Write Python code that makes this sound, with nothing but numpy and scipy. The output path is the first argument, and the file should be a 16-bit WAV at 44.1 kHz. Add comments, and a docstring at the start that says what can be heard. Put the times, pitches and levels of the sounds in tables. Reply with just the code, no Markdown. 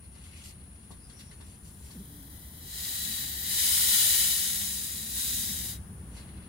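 """In a room, a hand slowly loosens the cap of a big plastic bottle of fermenting fruit.
The cap rubs, squeaks and ticks as it sticks and slips; each tick rings the bottle wall.
A thin leak starts, a low gulp sounds, then turbulent gas hisses through the thread in three swells,
coloured by cavities under the cap, until the cap shuts. Nearby walls throw the sound back.
Behind it are a faint far motor, a low rumble, soft air and a narrow high hiss."""
import sys
import numpy as np
from scipy import signal
from scipy.fft import rfft, irfft
from scipy.io import wavfile
from scipy.ndimage import map_coordinates

SR = 44100
rng = np.random.default_rng(int(sys.argv[2]) if len(sys.argv) > 2 else 0)


def store_wav(level_fs):
    """Save 16-bit WAV to argv[1]."""
    pcm = np.round(np.clip(np.atleast_2d(level_fs), -1, 1) * 32767)
    wavfile.write(sys.argv[1], SR, pcm.T.astype(np.int16))


N = 285768
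TIME = np.arange(N) / SR
BINS = np.fft.rfftfreq(N, 1 / SR)

# cap turns that open the gap: start/s, opening/s, level/dB, hold/s
CAP_TURNS = [(2.54, 0.41, -33, 0.19), (3.31, 0.43, -22.5, 0.45), (3.82, 0.15, -24.5, 0.013),
             (5.05, 0.17, -29.5, 0.18)]
# thread ticks: t/s, relative level/dB, tilt/(dB/octave), t60/s, relative knock level/dB
THREAD_TICKS = [(.160, -56, 0, 0.035, -11), (.243, -60, 8, 0.09, -25), (0.363, -54, 11, 0.055, -22),
                (.905, -52.5, 9.5, 0.085, -4), (1.089, -60.5, 7, 0.17, -8), (1.187, -52, 10, 0.13, -25),
                (1.305, -52, 2.5, 0.065, -19), (1.401, -54, 1, 0.063, -9), (1.901, -54.5, 10, 0.067, -12),
                (6.163, -51.5, 4.5, 0.1, -13)]


def jet(shut_s=5.685, shutting_s=0.12, body_lag_s=0.024, body_db=2.0, sputter_db=0.64, flutter_db=0.3):
    """Turbulence in the wet thread; foam makes it sputter, and the low body outlasts the treble."""
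    spectrum = [(500, -26), (1200, -21.5), (1500, -11.5), (1850, -10), (2400, -13.5), (3200, -6),
                (3600, -4.5), (4900, -1), (5400, -2), (6100, -2.5), (7200, -1.9), (9800, 4), (11300, 1.5),
                (12500, -1.5), (15700, -2)]  # jet noise: f/Hz, relative level/dB
    gas = cap_cavities(spread(read(spectrum)))
    wet = lowpass(gas, 7000, order=8)
    gas = gas - wet + wet * unit_rms(gain_of(sputter_db * wander(54)))
    body = lowpass(gas, 2600, order=8)
    treble = (gas - body) * (1 - ramp(shut_s, shutting_s))
    body = body * (1 - ramp(shut_s + body_lag_s, shutting_s)) * gain_of(body_db)
    return (treble + body) * flow() * gain_of(flutter_db * wander(22))


def flow(drain_s=0.69):
    """Each turn opens the gap; the flow holds, then sags with the pressure. Turns add in power."""
    power = 0
    for start_s, opening_s, db, hold_s in CAP_TURNS:
        sag = (1 + np.maximum(TIME - start_s - opening_s - hold_s, 0) / drain_s) ** 2
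        power += (ramp(start_s, opening_s) * gain_of(db) / sag) ** 2
    return np.sqrt(power)


def seep(start_s=1.49, grow_s=0.93, fade_s=0.82, level_db=-49.5, widening_db=13.5, flutter_db=1.0):
    """Thin, high pinhole leak past the seal; the first turn widens it, from the second it fades."""
    spectrum = [(1000, -24), (1500, -12), (1900, -8), (2600, -19), (3300, -4.5), (4000, -12), (5000, -7),
                (6000, -6.5), (7400, -10), (8100, -8), (9500, -1), (11500, -2), (13400, 5.5), (15700, -5)]  # leak noise: f/Hz, relative level/dB
    envelope = np.clip((TIME - start_s) / grow_s, 0, 1) * (1 - ramp(CAP_TURNS[1][0], fade_s))
    db = level_db + widening_db * ramp(*CAP_TURNS[0][:2]) + flutter_db * wander(30)
    return cap_cavities(spread(read(spectrum))) * envelope * gain_of(db)


def cap_cavities(x, slack_s=4.16, slackening_s=0.54, sag_per_s=0.011,
                 ripple_db=2.4, ripple_hz=60, ripple_s=0.35):
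    """Air cavities under the cap colour the hiss, changing as the gap widens and the pressure drops."""
    # resonances: f/Hz, width/Hz, narrow-gap lift/dB, wide-gap lift/dB, low-pressure lift/dB
    cavities = [(750, 260, 7.5, 0.5, 6), (910, 88, 0, 5, -9), (1890, 170, 7, 4.5, 1),
                (3040, 210, 5, 8.5, 2), (3954, 340, 12.5, 7.5, 9), (4490, 150, 2, -11, -11),
                (7140, 400, 5, 3.5, 4.5), (9830, 250, 1, 1, -0.5), (11060, 590, -10, -2.5, -2.5),
                (13600, 1100, -2.5, 4, 2.3)]
    hz, t, frames = signal.stft(x, SR, nperseg=2048, noverlap=1536)
    wide = np.interp(t, TIME, ramp(*CAP_TURNS[1][:2]))
    slack = np.interp(t, TIME, ramp(slack_s, slackening_s))
    pitch = 1 - sag_per_s * (t - CAP_TURNS[1][0])  # cavities grow as the cap lifts
    lift_db = 0
    for centre_hz, width_hz, narrow_db, wide_db, slack_db in cavities:
        peak_db = narrow_db + (wide_db - narrow_db) * wide + (slack_db - wide_db) * slack
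        lift_db += peak_db / (1 + (2 * (hz[:, None] - centre_hz * pitch) / width_hz) ** 2)
    # reflections off the moving hand: shifting ripple, half shared by left and right
    grid = np.meshgrid(hz / ripple_hz, t / ripple_s, indexing="ij")
    shared, *sides = rng.standard_normal((3, int(hz[-1] / ripple_hz) + 2, int(t[-1] / ripple_s) + 2))
    ripple = np.array([map_coordinates((shared + side) / np.sqrt(2), grid, order=2, mode="mirror")
                       for side in sides])
    frames = frames * gain_of(lift_db + ripple_db * ripple)
    return unit_rms(signal.istft(frames, SR, nperseg=2048, noverlap=1536)[1][:, :N])


def spread(spectrum_db, direct_share=0.35, left_lag_ms=0.275, spit_db=0.2, echo_rad=1.0, ripple_db=1.6):
    """Stereo hiss: a direct part that arrives first on the right, plus a diffuse part off the walls."""
    balance = [(600, -1.5), (1150, -4.5), (1600, 3), (1900, 12), (2400, 4), (3200, 3), (4300, 4), (5500, 3),
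               (9000, 1), (11400, 4), (14000, 2.5)]  # hiss balance: f/Hz, left minus right/dB
    eddies, *diffuse = rng.standard_normal((3, N))
    eddies = eddies * gain_of(spit_db * wander(990))
    # echoes off hand and bottle bend the phase
    phase = 2 * np.pi * BINS * left_lag_ms / 1000 + echo_rad * spectral_ripple(400)
    direct = np.array([irfft(rfft(eddies) * np.exp(-1j * phase), N), eddies])
    pair = np.sqrt(direct_share) * direct + np.sqrt(1 - direct_share) * np.array(diffuse)
    reflections_db = ripple_db * np.array([spectral_ripple(30), spectral_ripple(30)])
    side_db = np.array([read(balance), -read(balance)]) / 2
    return unit_rms(coloured(pair, spectrum_db + reflections_db + side_db))


def rub(grain_db=4.5, grain_hz=350):
    """Palm and cap stick and slip round the neck; faster strokes are brighter."""
    spectrum = [(400, -7), (1400, -9), (2100, -0.5), (4000, 2.5), (7000, 3), (12000, -4.5), (15700, -16)]  # friction noise: f/Hz, relative level/dB
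    strokes = [(0.027, 0.11, -63, -4), (.165, 0.087, -58.5, -4), (0.25, 0.068, -53.5, -2.5),
               (0.382, 0.13, -53, -2.5), (0.471, 0.065, -49.5, 3), (0.58, 0.13, -67.5, -7.5),
               (0.815, 0.31, -64, -3), (1.21, 0.33, -59, -0.5), (1.49, 0.14, -57, 1),
               (1.675, 0.09, -58.5, 4), (1.886, 0.21, -55.5, 2.5), (6.173, 0.076, -53.5, 1),
               (6.332, 0.42, -66.5, -12)]  # hand strokes: middle/s, length/s, level/dB, treble lift and bass cut/dB
    slips = rng.standard_normal(N) * gain_of(grain_db * wander(grain_hz))
    slips = unit_rms(coloured(slips, read(spectrum)))
    dull = lowpass(slips, 4500, order=4)
    bright = slips - dull
    return sum((dull * gain_of(db - tilt_db) + bright * gain_of(db + tilt_db)) * swell(t, length_s)
               for t, length_s, db, tilt_db in strokes)


def ticks(gain_db=6.5, rise_s=0.0031, grit_db=5.0):
    """Gritty scuffs of plastic on plastic in the thread."""
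    spectrum = [(200, 9), (600, 12.5), (1200, 2), (1750, 18.5), (2500, 4), (3800, 12), (5500, 2.5),
                (8500, -7.5), (12000, -19), (15700, -29)]  # scuff noise: f/Hz, relative level/dB
    octaves = np.log2(np.maximum(BINS, 200) / 3000)
    out = np.zeros(N)
    for start_s, db, tilt, t60_s, _ in THREAD_TICKS:
        age_s = np.clip(TIME - start_s, 0, 1)
        scuff = noise(read(spectrum) + tilt * octaves)
        attack = 1 - np.exp(-age_s / rise_s)
        out += scuff * attack * gain_of(db + grit_db * wander(550) - 60 * age_s / t60_s)
    return out * gain_of(gain_db)


def knocks(gain_db=-0.5):
    """Each tick knocks the hollow bottle, whose wall rings briefly."""
    modes = [(192, 11, 0.08), (407, 11.5, 0.032), (583, 5, 0.043), (760, 17, 0.012), (990, 16, 0.012),
             (1135, 8, 0.039), (1850, 1, 0.025)]  # bottle wall: f/Hz, relative level/dB, t60/s
    t = np.arange(SR // 4) / SR
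    ring = sum((-1) ** k * np.sin(2 * np.pi * hz * t) * gain_of(db - 60 * t / t60_s)
               for k, (hz, db, t60_s) in enumerate(modes))
    return sum(np.interp(TIME - start_s, t, ring, right=0) * gain_of(gain_db + db + knock_db)
               for start_s, db, _, _, knock_db in THREAD_TICKS)


def squeaks(rough_db=3.0):
    """Brief, rough stick-slip squeals as the grip tightens and the seal drags."""
    squeals = [(0.347, 0.06, 2430, 478, -60), (1.035, 0.066, 5080, 150, -63),
               (1.185, 0.091, 5630, 150, -58), (1.276, 0.077, 5580, 200, -63)]  # plastic squeals: middle/s, length/s, f/Hz, scatter/Hz, level/dB
    out = sum(tone(hz, waver=scatter_hz / hz, waver_hz=407, second_db=-15)
              * gain_of(db) * swell(t, length_s) for t, length_s, hz, scatter_hz, db in squeals)
    return out * gain_of(rough_db * wander(90))


def gulp(start_s=1.938, rise_s=0.024, hold_s=0.052, fall_s=0.02, level_db=-43, growth_db_per_s=85.0,
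         from_hz=300, to_hz=186, glide_s=0.0405):
    """One low note, like a gulp in the bottle: it grows while its pitch drops, then stops."""
    hz = from_hz + (to_hz - from_hz) * ramp(start_s, glide_s) ** 2
    end_s = start_s + rise_s + hold_s
    envelope = ramp(start_s, rise_s) * (1 - ramp(end_s, fall_s))
    db = level_db - growth_db_per_s * np.maximum(end_s - TIME, 0)
    return tone(hz, waver=0.091, waver_hz=70.7, second_db=-15.5) * envelope * gain_of(db)


def room(x, wet_db, gap_s=0.002):
    """Direct sound plus a short dense tail off the walls, different left and right."""
    decay = [(200, 0.18), (1500, 0.18), (6000, 0.059), (15000, 0.16)]  # room decay: f/Hz, t60/s
    t = np.arange(SR // 2) / SR
    taps = rng.standard_normal((2, len(t))) * (t > gap_s)
    hz, age_s, frames = signal.stft(taps, SR, nperseg=256)
    tail = signal.istft(frames * gain_of(-60 * age_s / read(decay, hz)[:, None]), SR, nperseg=256)[1]
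    tail /= np.linalg.norm(tail, axis=1, keepdims=True)
    wet = gain_of(wet_db)
    return (x + wet * signal.fftconvolve(x[None], tail, axes=1)[:, :N]) / np.hypot(1, wet)


def motor():
    """A faint far motor: a wavering low hum that comes and goes."""
    hums = [(2.19, 0.29, 288, -56.5), (3.098, 0.066, 205.4, -49), (3.193, 0.38, 264.3, -60),
            (4.652, 0.34, 203, -54), (5.036, 0.17, 203.3, -52), (5.381, 0.49, 239.3, -55),
            (5.493, 0.17, 198, -50.5), (5.988, 0.19, 176.5, -61)]  # hum swells: middle/s, length/s, f/Hz, level/dB
    return sum(tone(hz, waver=0.0468, waver_hz=30.4, second_db=-25.0) * gain_of(db) * swell(t, length_s)
               for t, length_s, hz, db in hums)


def background(rumble_db=-49.0, surge_db=5.5, drift_db=0.77, air_db=-57.5, air_db_per_s=0.9645,
               hiss_db=-57.0):
    """Low rumble that surges once, soft air that slowly grows, and a steady hiss near 10 kHz."""
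    # background spectra: f/Hz, relative level/dB
    rumble_spectrum = [(20, -63), (35, -42), (50, -2), (65, 4.5), (90, -1), (130, -7.5), (200, -9.5),
                       (300, -42)]
    air_spectrum = [(100, -2.5), (200, 6), (280, -1.5), (420, -7.5), (550, -12.5), (1000, -13), (1300, -16),
                    (1700, -15), (2200, -23.5), (3200, -25.5), (5000, -40), (8000, -33), (12000, -76),
                    (15700, -72)]
    hiss_spectrum = [(7500, -49), (8500, -24), (9200, -8.5), (9850, -5), (10400, -7.5), (11000, -23),
                     (11600, -58)]
    surge = ramp(5.07, 0.67) * (1 - ramp(6.12, 0.45))
    rumble = ambient(rumble_spectrum, left_db=0.5)
    rumble *= gain_of(rumble_db + surge_db * surge - drift_db * wander(6.5))
    air = ambient(air_spectrum, left_db=2.0) * gain_of(air_db + air_db_per_s * TIME + 0.5 * surge)
    hiss = ambient(hiss_spectrum, left_db=7.5) * gain_of(hiss_db)
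    return rumble + air + hiss


def ambient(spectrum, left_db):
    """Diffuse stereo noise, nearly alike on both sides in the bass."""
    coherence = [(60, 1), (150, 0.95), (300, 0.93), (600, 0.42), (1200, 0.031), (10000, 0.033)]  # diffuse field: f/Hz, left-right correlation
    left, other = rng.standard_normal((2, N))
    alike = read(coherence)
    right = irfft(alike * rfft(left) + np.sqrt(1 - alike ** 2) * rfft(other), N)
    pair = unit_rms(coloured(np.array([left, right]), read(spectrum)))
    return pair * gain_of([[left_db / 2], [-left_db / 2]])


def tone(hz, waver, waver_hz, second_db):
    """Wavering tone with its second harmonic."""
    phase = 2 * np.pi * np.cumsum(hz * (1 + waver * wander(waver_hz))) / SR
    return np.sqrt(2) * (np.sin(phase) + gain_of(second_db) * np.sin(2 * phase))


def noise(db):
    """Noise of rms 1 with the given spectrum."""
    return unit_rms(coloured(rng.standard_normal(N), db))


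def wander(rate_hz):
    """Random drift of rms 1, mostly below rate_hz."""
    return noise(-10 * np.log10(1 + (BINS / rate_hz) ** 4))


def spectral_ripple(spacing_hz):
    """Random curve over the bins."""
    knots_hz = np.arange(0, SR / 2, spacing_hz)
    return np.interp(BINS, knots_hz, rng.standard_normal(len(knots_hz)))


def ramp(start_s, length_s):
    """Smooth step from 0 to 1."""
    return np.sin(np.pi / 2 * np.clip((TIME - start_s) / length_s, 0, 1)) ** 2


def swell(middle_s, length_s):
    """Bell of height 1, length_s wide at half height."""
    return 0.5 ** ((2 * (TIME - middle_s) / length_s) ** 2)


def read(points, hz=BINS):
    """Interpolates a table over log frequency."""
    table_hz, value = np.transpose(points)
    return np.interp(np.log(hz + 1), np.log(table_hz + 1), value)


def coloured(x, db):
    """Filters by a gain per bin."""
    return irfft(rfft(x) * gain_of(db), N)


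def lowpass(x, corner_hz, order):
    """Zero-phase low-pass, 6 dB down at the corner."""
    return coloured(x, -20 * np.log10(1 + (BINS / corner_hz) ** order))


def gain_of(db):
    """Decibels to amplitude."""
    return 10 ** (np.asarray(db) / 20)


def unit_rms(x):
    """Scales to rms 1."""
    return x / np.sqrt(np.mean(x ** 2) + 1e-20)


def scene():
    """Gas and cap sounds in the room, over the background."""
    cap = room(rub() + ticks() + squeaks(), wet_db=16.5)
    bottle = room(knocks(), wet_db=1.0)
    handling = (cap + bottle) * gain_of([[1.5], [-1.5]])  # slightly left
    return jet() + seep() + handling + gulp() + motor() + background()


def record(dry, edge_hz=15830):
    """Steep treble band limit."""
    taps = signal.firwin(1023, edge_hz, window=("kaiser", 9), fs=SR)
    return signal.oaconvolve(dry, taps[None], "same")


dry = scene()
out = record(dry)
store_wav(out)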